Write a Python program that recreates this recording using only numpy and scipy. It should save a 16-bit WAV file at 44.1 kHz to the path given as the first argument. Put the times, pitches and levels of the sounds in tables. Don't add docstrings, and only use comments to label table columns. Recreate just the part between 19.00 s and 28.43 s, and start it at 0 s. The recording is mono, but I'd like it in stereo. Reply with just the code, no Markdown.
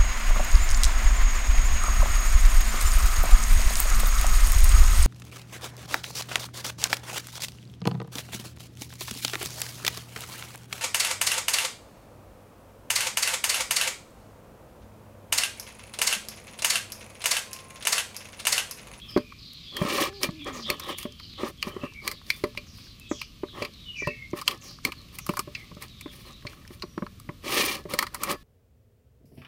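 import sys
import numpy as np
from scipy import signal
from scipy.fft import rfft, irfft, next_fast_len
from scipy.io import wavfile

SR = 44100
rng = np.random.default_rng(int(sys.argv[2]) if len(sys.argv) > 2 else 0)


def unload_wav(signal):
    wavfile.write(
        sys.argv[1],
        SR,
        np.round(np.clip(np.atleast_2d(signal).T, -1, 1) * 32767).astype(np.int16),
    )


N = 415863
TIME = np.arange(N) / SR

# [f/Hz, strength/dB, time to fall by 60 dB t/s]
BOWL_MODES = [(249, -9, 0.27), (374.7, 3, 0.1), (430, -3, 0.19), (588.2, 10, 0.12), (791, -6, 0.032),
              (955, -40.5, .14), (1105, -21.5, 0.22), (1220, -41, 0.11), (1306.2, -1, 0.028),
              (1725, -17.5, 0.39), (1907.6, -21, .1), (2200, -41.5, .14), (2385, -1, 0.083),
              (3010, -11, 0.065), (3570, -28, .1), (4340, -5, 0.1145), (4770, -10, 0.17),
              (12110, -15, 0.2274)]

# [f/Hz, density/dB per Hz]
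RUMBLE_SPECTRUM = [(18, 5), (45, 4), (106, 4), (250, -5), (450, -19), (720, -25), (880, -33.5),
                   (1130, -17.5), (1500, -27.5), (2390, -23), (4100, -22), (7500, -32.5), (10000, -33),
                   (15500, -32)]
RUMBLE_DB = -47.5
# [f/Hz, density/dB per Hz]
HISS_SPECTRUM = [(1200, -44), (2200, 5), (3200, 8.5), (4400, 7.5), (6000, -2.5), (8000, -11.5),
                 (12000, -73)]
# [t/s, level/dB]
HISS_COURSE = [(0, -63), (.55, -50.5), (1.3, -51.5), (2.9, -59), (3.2, -55.5), (4.3, -54.5), (4.8, -56),
               (5.75, -57), (6.1, -55.5), (7.4, -55.5), (8.1, -102)]

# [start t/s, length t/s, middle f/Hz, width f/Hz, relative level/dB]
WHISTLE_EVENTS = [(0, 0.17, 3214, 194, -53.5), (0.021, 0.31, 2507, 84, -60), (.075, 0.081, 5070, 110, -50),
                  (0.374, .29, 3980, 402, -53.5), (0.576, 0.18, 4570, 243, -58),
                  (0.665, 0.12, 3324, 120, -45.5), (1.118, 0.16725, 4229, 298, -54.5),
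                  (1.338, 0.21, 2420, 148.3, -57), (1.386, 0.08, 3400, 100.4, -48.5),
                  (1.524, .11, 5690, 643, -49), (1.628, 0.079, 3440, 200, -42),
                  (1.796, 0.23, 3246, 286, -48), (2.009, 0.24, 3210, 119, -59),
                  (2.181, 0.22, 4100, 474, -52.5), (2.551, .18, 3200, 98.95, -57),
                  (2.797, 0.072, 2737, 150, -50), (2.929, 0.072, 2284, 38.62, -49),
                  (3.011, .17, 4400, 420, -54.5), (3.203, 0.2, 3540, 35, -63.5),
                  (3.659, 0.25, 4730, 553, -58), (4, 0.05182, 2617, 39.6, -51.5),
                  (4.037, 0.19, 3310, 202.5, -55), (4.086, 0.14, 5720, 597, -51.5),
                  (4.453, 0.18, 3380, 261, -55), (4.709, 0.18, 3760, 222, -58.5),
                  (4.855, 0.072, 2944, 24.9, -43), (4.942, 0.035, 2540, 82, -41.5),
                  (4.951, .15, 5270, 470, -54.5), (4.973, 0.032, 2359, 25, -34),
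                  (5.005, .045, 1945, 34.93, -44.5), (5.071, 0.0075, 2667, 30, -31.5),
                  (5.081, .174, 2213, 39.17, -52), (5.606, 0.13, 5300, 650, -52.5),
                  (5.945, 0.061, 4250, 152.1, -57.5), (6.198, 0.15, 5579, 400, -58.5),
                  (6.553, .07, 2230, 80, -57), (6.881, .23, 3640, 133, -59.5),
                  (7.241, 0.1153, 4016, 111, -60.5), (7.778, .22, 5760, 70.7, -70)]
WHISTLE_FALL_OCT, BREATHY_FALL_OCT_PER_HZ = 0.0303, 0.00097
WHISTLE_CORE_DB = -7

# [peak t/s, length t/s, force level/dB, sticky crackle level/dB]
SQUEEZES = [(0.114, 0.22, -53.5, -58), (1.238, 0.087, -31, -38.5), (1.481, 0.075, -28, -54),
            (1.556, 0.16, -37, -53), (1.702, 0.11556, -32.5, -50), (1.82, 0.13624, -42.5, -57.5),
            (1.896, 0.097, -31, -44), (2.009, .12, -50, -44.5), (2.434, .14, -29.5, -53.5),
            (2.487, .05, -45.5, -45), (2.67, .11, -37.5, -48.5), (2.761, 0.13, -43, -66),
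            (2.842, 0.074, -38, -64), (3.074, 0.15, -39.5, -48), (3.341, 0.3186, -56, -50.5),
            (3.793, 0.27, -62, -58), (4.597, 0.18, -36.5, -57.5), (5.381, 0.09096, -40, -45),
            (5.508, 0.13, -36.5, -52.5), (5.663, 0.17, -51.5, -54.5), (5.869, 0.063, -33.5, -51),
            (5.997, 0.14, -56.5, -65), (6.149, 0.094, -51.5, -53), (6.295, 0.1267, -51, -51),
            (6.366, 0.0533, -54, -53), (6.575, 0.3257, -56, -62), (6.83, 0.09, -45, -49),
            (7.164, 0.2, -55, -51.5), (7.288, 0.122, -51, -57), (7.516, 0.3593, -54, -62),
            (7.731, 0.11, -54, -57.5), (8.922, 0.097, -35.5, -43.5), (9.008, 0.083, -33, -46),
            (9.161, 0.14, -48.5, -56), (9.242, .13, -33.5, -45), (9.308, .1, -27, -41.5)]
SQUEEZE_RISE_SHARE = 0.41
# [start t/s, attack t/s, hold t/s, release t/s, force level/dB, sticky crackle level/dB]
LONG_PULLS = [(0.71, .28, 0.037, 0.089, -25.5, -38), (8.418, 0.12, 0.13, .16, -28, -33)]
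PULL_CURVE, PULL_TEAR_DB = 1.28, 3.5
PRESS_DB, RUB_DB, TEAR_DB = -2, -1.5, 1.5
STROKE_POWERS = [.75, .95, 1.25, 1.3]
SURGE_DB, SURGES_PER_S = 1.7, 45
# [f/Hz, density/dB per Hz]
PRESS_SPECTRUM = [(90, -22), (190, -4), (260, -1.5), (360, 3.5), (480, -2.5), (585, 2), (700, -12),
                  (1000, -12.5)]
RUB_SPECTRUM = [(600, -30), (790, 1.5), (900, -5), (1130, 7), (1300, 0.5), (1500, -15), (1850, -1.5),
                (2450, -14.5), (4000, -42)]
WET_SPECTRUM = [(1400, -20), (1800, -0.5), (2050, -5), (2450, 0.5), (3300, -3), (4400, -6), (5600, -7.5),
                (7200, -13), (10000, -16.5)]
STICKY_SPECTRUM = [(2500, -25), (4500, 3.5), (6500, -6), (7600, -11.5), (9000, 2), (12500, -1), (15500, -1),
                   (17000, -26)]

TICK_SCATTER_S = .09
TICK_DB, TICK_SPREAD_DB = -59, 11

# [t/s, level/dB, pocket
# f/Hz, low share level/dB, treble share level/dB]
SNAP_EVENTS = [(0.174, -34.5, 1630, -18, -11.5), (0.322, -53, 2200, 10.5, -37),
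               (0.533, -55, 5500, -19.5, 4.5), (0.767, -32.5, 1970, -7, -4.5), (1.232, -22.5, 4560, -7, -4),
               (1.701, -21, 2330, -12, -7.5), (1.797, -37, 5455, 1.5, -1), (1.984, -39, 2300, -10, 5),
               (2.029, -40, 3320, -4, -1), (2.198, -43.5, 2241, -1, -14), (2.627, -25, 2576, -8.5, -14),
               (3.077, -24.5, 2170, -8, -4.5), (3.114, -34.5, 2080, -7, -2), (3.3025, -19, 2252, -18, -14),
               (3.439, -33.5, 1980, 1.5, -10), (3.574, -28.5, 2530, -12, -18), (3.998, -57.5, 5500, -15, 8),
               (4.215, -31.5, 2540, -6.5, -12.5), (4.623, -30.5, 2407, -10, -15.5),
               (4.649, -32, 2414, -10, -14.5), (5.072, -36, 2510, 7, -9.5), (5.414, -38.5, 4436, 7.5, -1),
               (5.4784, -16.5, 2940, -2.5, -9.5), (5.511, -35, 2977, -5, -7.5),
               (5.85, -21, 2250, -7.5, -7.5), (5.92, -35, 2570, -3.5, -12), (6.186, -37, 2460, -0.5, 1.5),
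               (6.265, -43, 5525, 9.5, 5.5), (6.291, -33.5, 2640, 5.5, -6.5), (6.337, -51, 1920, 22, 3),
               (6.37, -37, 2117, 11, 2), (6.3921, -30, 4570, 5, 2), (6.55, -30.5, 2423, -24, -26),
               (6.823, -40, 2180, -2.5, 0.5), (7.01, -42.5, 2430, -12, -1.5),
               (7.468, -34.5, 2230, -33, -54), (7.677, -48.5, 4743, -41, -6), (7.822, -33.5, 4200, 1, -17),
               (7.979, -50.5, 1614, 15, -13.5), (8.065, -47.5, 1710, 8.5, -17),
               (8.199, -53.5, 4500, 1, 4.5), (8.937, -30, 2050, 4, -1.5), (8.989, -19, 2110, -4, -5),
               (9.026, -29, 2100, 6.5, -3.5), (9.067, -36.5, 1923, 0.5, -10), (9.145, -35.5, 1960, 4.5, 3),
               (9.234, -32, 2260, 7, 7.5), (9.313, -35.5, 1909, -8, 4.5)]
# [level/dB, decay t/s]
SNAP_DECAYS = [(-51, 0.0018), (-35.5, 0.005), (0, 0.0027), (2, 0.0059), (-25.5, 0.0029)]

# [t/s, level/dB, boom f/Hz, relative bowl ring level/dB, left-right difference/dB]
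THUD_EVENTS = [(0.163, -21, 362, -12, -13), (0.173, -25, 300, -45, -8), (0.815, -23.5, 177.8, -11, -12),
               (0.849, -30.5, 210, -20, -12), (1.234, -33.5, 343, -23, -14), (1.288, -31, 161.5, -23, -7),
               (1.703, -46.5, 443, 6.5, -21.5), (2.053, -36.5, 238.9, -8.5, -8),
               (2.433, -29.5, 366, -16, -8), (2.67, -36, 218, -10, -8), (2.764, -35.5, 364, -25, -4),
               (2.834, -33, 246.6, -13, -4), (3.438, -25, 380, -10.5, -10), (3.575, -55, 556, 1.5, -7),
               (4.113, -27.5, 319, -17, 7), (4.433, -31, 376, -17, 1), (4.62, -31.5, 452, -9, -32.5),
               (5.021, -38.5, 395, -18.5, -3), (5.072, -29, 150, -7, -35), (5.332, -30, 354.9, -15.5, -4),
               (5.851, -35, 262, -27.5, -3), (6.292, -27, 186, -14.5, -4.5), (6.39, -38.5, 380, -35, -10),
               (6.475, -43, 152.1, -7.5, -12.5), (6.714, -44, 180, -21, 2), (6.768, -45.5, 175, -13.5, 3),
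               (7.059, -39, 298, -16, -1), (7.45, -38.5, 124.5, -13, -25.5), (7.706, -45, 348.7, -33, 9),
               (7.834, -36.5, 355, -20, 1), (7.977, -32, 322.6, -25, 14), (8.022, -31, 205, -18, -0.5),
               (8.29, -32, 154, -20, 24), (8.854, -40, 382.8, -10.5, -8), (8.937, -33.5, 510, -9.5, 10)]
SLAP_DB, SLAP_FOLLOWS = -42, 0.97

GROAN_START_S, GROAN_SINKS_S, GROAN_END_S, GROAN_EDGE_S = 1.03, 1.1, 1.68, 0.025
GROAN_HZ, GROAN_SAG_HZ_PER_S = 402.44, 330
GROAN_DB, GROAN_FADE_DB_PER_S = -41.5, 1
GROAN_OVERTONE_DB, GROAN_OVERTONE_LOSS_DB_PER_S = -6, 52

LOW_CUT_HZ, TOP_CUT_HZ = 35, 15850


def from_db(db):
    return 10 ** (np.asarray(db) / 20)


def rms_one(x, span_s=None):
    head = x if span_s is None else x[..., :int(span_s * SR)]
    return x / np.sqrt(np.mean(head ** 2) + 1e-20)


def in_time(rows):
    s, *columns = np.transpose(rows)
    return [np.interp(TIME, s, c) for c in columns]


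def add(out, s, x):
    at = max(int(s * SR), 0)
    out[:, at:at + x.shape[1]] += x[:, :max(N - at, 0)]


def pan(left_db):
    return rms_one(from_db([[left_db / 2], [-left_db / 2]]))


def band(x, low_hz, high_hz, order=2):
    edges = [low_hz, min(high_hz, .48 * SR)]
    return signal.sosfilt(signal.butter(order, edges, "band", fs=SR, output="sos"), x)


def colour(x, spectrum):
    hz, db = np.transpose(spectrum)
    size = next_fast_len(N)
    grid = np.maximum(np.arange(size // 2 + 1) * SR / size, 1)
    weight = from_db(np.interp(np.log(grid), np.log(hz), db, -90, -90))
    return rms_one(irfft(rfft(x, size) * weight, size)[:, :N])


def ports(three, alike, lag_s):
    alike = np.clip(alike, 0, 1)
    at = np.arange(three.shape[1])
    late = np.interp(at - lag_s * SR, at, three[0], left=0)
    shared = np.array([late, three[0]])
    return np.sqrt(alike) * shared + np.sqrt(1 - alike) * three[1:]


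def drift(rate, size=N):
    at = np.arange(size) * rate / SR
    return 1.2 * np.interp(at, np.arange(size // 8), rng.standard_normal(size // 8))


def bowl(x):
    out = 0
    for hz, db, t60 in BOWL_MODES:
        radius = from_db(-60 / (t60 * SR))
        angle = 2 * np.pi * hz / SR
        feedback = [1, -2 * radius * np.cos(angle), radius * radius]
        out = out + from_db(db) * signal.lfilter([0, np.sin(angle)], feedback, x + 1e-18)
    return out


def burst(t, decay_s, tail_db, tail_s, alike, lag_s):
    fade = np.exp(-t / decay_s) + from_db(tail_db) * np.exp(-t / tail_s)
    return ports(rng.standard_normal((3, len(t))) * fade, alike, lag_s)


def kitchen():
    rumble = colour(ports(rng.standard_normal((3, N)), alike=0.47, lag_s=0), RUMBLE_SPECTRUM)
    rumble = rumble * from_db(RUMBLE_DB + 0.5 * drift(3.47))
    hiss_db = in_time(HISS_COURSE)[0]
    hiss = colour(ports(rng.standard_normal((3, N)), alike=0.053, lag_s=0), HISS_SPECTRUM)
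    hiss = hiss * from_db(hiss_db + 1.4 * drift(19))
    return rumble * pan(0.17) + hiss * pan(6.5)


def whistles():
    out, t = np.zeros((2, N)), np.arange(SR // 2) / SR
    for s, length_s, middle_hz, width_hz, db in WHISTLE_EVENTS:
        fall_oct = WHISTLE_FALL_OCT + BREATHY_FALL_OCT_PER_HZ * width_hz
        along = np.clip(t / length_s, 0, 1)
        hz = middle_hz * 2 ** (fall_oct * (.5 - along)) + .5 * width_hz * drift(50, len(t))
        phase = 2 * np.pi * np.cumsum(hz) / SR
        swell = np.clip(t / 0.018, 0, 1) * np.exp(-np.maximum(t - length_s, 0) / 0.011)
        slow = signal.butter(2, width_hz * 1.1812, fs=SR, output="sos")
        complex_noise = rng.standard_normal((3, len(t) * 2, 2)) @ [1, 1j]
        flutter = signal.sosfilt(slow, complex_noise)[:, len(t):]
        breath = ports((flutter * np.exp(1j * phase)).real, alike=.65, lag_s=0)
        breath = breath * from_db(3.5 * drift(110, len(t)))
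        core = from_db(WHISTLE_CORE_DB) * np.cos(phase) * from_db(3.6 * drift(59, len(t)))
        tone = rms_one(rms_one(breath, length_s) + core, length_s)
        add(out, s, from_db(db + 2.0) * tone * swell)
    t = np.arange(SR) / SR
    tail = rng.standard_normal((2, SR)) * from_db(-60 * t / 0.31)
    echo = signal.fftconvolve(out, rms_one(tail) / np.sqrt(SR), axes=1)[:, :N]
    return (out + from_db(4.5) * echo) * pan(7.13)


def effort():
    gains = np.zeros((4, N))
    rise = SQUEEZE_RISE_SHARE
    strokes = [(peak - rise * length_s, rise * length_s, 0, (1 - rise) * length_s, force_db, sticky_db, 1, 0)
               for peak, length_s, force_db, sticky_db in SQUEEZES]
    strokes += [(*pull, PULL_CURVE, PULL_TEAR_DB) for pull in LONG_PULLS]
    for s, attack_s, hold_s, release_s, force_db, sticky_db, power, tear_db in strokes:
        corners = np.cumsum([0, attack_s, hold_s, release_s])
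        swell = np.interp(np.arange(0, corners[-1], 1 / SR), corners, [0, 1, 1, 0]) ** power
        wet_db = (force_db + sticky_db) / 2 + TEAR_DB + tear_db
        peaks = from_db([force_db + PRESS_DB, force_db + RUB_DB, wet_db, sticky_db])
        add(gains, s, np.array([peak * swell ** late for peak, late in zip(peaks, STROKE_POWERS)]))
    return gains * from_db(SURGE_DB * drift(SURGES_PER_S))


def grains(per_s, spread_db, clump_db, lag_s):
    born = rng.random((3, N)) < per_s / SR
    sizes = from_db(spread_db * np.minimum(rng.exponential(1, (3, N)), 4))
    signs = rng.choice([-1, 1], (3, N))
    return ports(born * sizes * signs, alike=0.47, lag_s=lag_s) * from_db(clump_db * drift(110))


def smear():
    press_gain, rub_gain, wet_gain, sticky_gain = effort()
    slips = grains(per_s=1800, spread_db=3.5, clump_db=2, lag_s=.00026)
    scrapes = grains(per_s=2500, spread_db=3.5, clump_db=2, lag_s=.00019)
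    threads = grains(per_s=3500, spread_db=4, clump_db=2, lag_s=.00003)
    crackles = grains(per_s=3200, spread_db=5, clump_db=2.2, lag_s=.00014)
    press = press_gain * colour(slips, PRESS_SPECTRUM) * from_db(-3.0) * pan(-6.0)
    rub = rub_gain * colour(scrapes, RUB_SPECTRUM) * pan(-1.2)
    wet = wet_gain * colour(threads, WET_SPECTRUM) * pan(-0.1783)
    sticky = sticky_gain * colour(crackles, STICKY_SPECTRUM) * from_db(2.0) * pan(-16.5)
    ring = from_db(-41.5) * bowl(rub + wet + 0.065 * press)
    return press + rub + wet + sticky + ring


def ticks():
    out, t = np.zeros((2, N)), np.arange(SR // 30) / SR
    for which, when, pitch, size in rng.random((130, 4)):
        squeeze_s = SQUEEZES[int(which * len(SQUEEZES))][0]
        s = squeeze_s + TICK_SCATTER_S * np.log(when / (1 - when))
        hz = 1000 * 7 ** pitch
        pulse = burst(t, 0.0024, tail_db=-27, tail_s=0.003, alike=0.14, lag_s=0)
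        tick = rms_one(band(pulse, hz * .87, hz * 1.15, order=1), .01)
        add(out, s, from_db(TICK_DB + TICK_SPREAD_DB * size ** 2) * tick)
    return out


def snaps():
    out, t = np.zeros((2, N)), np.arange(SR // 10) / SR
    span = .012
    for s, db, hz, low_db, treble_db in SNAP_EVENTS:
        decay_s = np.interp(db, *np.transpose(SNAP_DECAYS))
        crack = burst(t, decay_s, tail_db=-25, tail_s=0.026, alike=0.54, lag_s=.00002)
        knock = burst(t, decay_s * 1.6, tail_db=-44, tail_s=0.0059, alike=0.64, lag_s=0.00032)
        pocket = rms_one(band(crack, hz * 0.92, hz * 1.152), span)
        wall = rms_one(band(crack, 3700, 4660), span)
        spit = rms_one(band(crack, 2022.9, 4360, order=3), span)
        body = rms_one(.3 * spit + 0.31433 * pocket + 0.23 * wall, span)
        low = from_db(low_db) * rms_one(band(knock, 1000, 1353), span)
        treble = from_db(treble_db) * rms_one(band(crack, 6700, 14500), span)
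        add(out, s, from_db(db) * (body * pan(0.00089) + low + treble * pan(-11.0)))
        stretch = rms_one(band(rng.standard_normal((2, len(t))), 1700, 7333)) * np.exp(-t[::-1] / 0.0095)
        add(out, s - len(t) / SR, from_db(db - 19.0) * stretch)
    return out + from_db(-46.5) * bowl(out)


def thuds():
    out, t = np.zeros((2, N)), np.arange(SR // 4) / SR
    span = .03
    average_db = np.mean([row[1] for row in THUD_EVENTS])
    for s, db, hz, ring_db, left_db in THUD_EVENTS:
        slap_db = SLAP_DB + SLAP_FOLLOWS * (db - average_db)
        boom = np.sin(2 * np.pi * hz * t) * np.exp(-t / 0.0055) * (1 - np.exp(-t / 0.002376))
        boom = band(boom, hz * 0.41, hz * 5, order=1)
        contact = burst(t, 0.0044, tail_db=-17.5, tail_s=0.020435, alike=0.33, lag_s=0.00034)
        low = rms_one(rms_one(boom, span) + 0.93 * rms_one(band(contact, 159, 375), span), span)
        slap = rms_one(band(contact, 966, 1200) + 0.28 * band(contact, 1620, 2174.8), span)
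        push = t * np.exp(-t / 0.00019)
        ring = rms_one(bowl(ports(np.array([push, push, push]), alike=0.99, lag_s=0.00045)), span)
        blow = low * pan(left_db) + from_db(ring_db + 9.0) * ring * pan(-1.2)
        add(out, s, from_db(db) * blow + from_db(slap_db) * slap)
    return out


def groan():
    age = np.clip(TIME, GROAN_START_S, GROAN_END_S) - GROAN_START_S
    hz = GROAN_HZ - GROAN_SAG_HZ_PER_S * np.maximum(age + GROAN_START_S - GROAN_SINKS_S, 0)
    sounding = np.clip(np.minimum(TIME - GROAN_START_S, GROAN_END_S - TIME) / GROAN_EDGE_S, 0, 1)
    phase = 2 * np.pi * np.cumsum(hz * (1 + .03 * drift(70))) / SR
    overtones = from_db(GROAN_OVERTONE_DB - GROAN_OVERTONE_LOSS_DB_PER_S * age)
    tone = np.sin(phase) + overtones * (np.sin(2 * phase) + .5 * np.sin(3 * phase))
    level = from_db(GROAN_DB - GROAN_FADE_DB_PER_S * age + 2 * drift(27.5))
    return sounding * level * tone * pan(-6.0)


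def scene():
    return kitchen() + whistles() + smear() + ticks() + snaps() + thuds() + groan()


def record(dry):
    heard = signal.sosfilt(signal.butter(2, LOW_CUT_HZ, "high", fs=SR, output="sos"), dry)
    top_cut = signal.ellip(10, .2, 70, TOP_CUT_HZ, fs=SR, output="sos")
    return signal.sosfilt(top_cut, np.clip(heard, -1, 1))


dry = scene()
out = record(dry)
unload_wav(out)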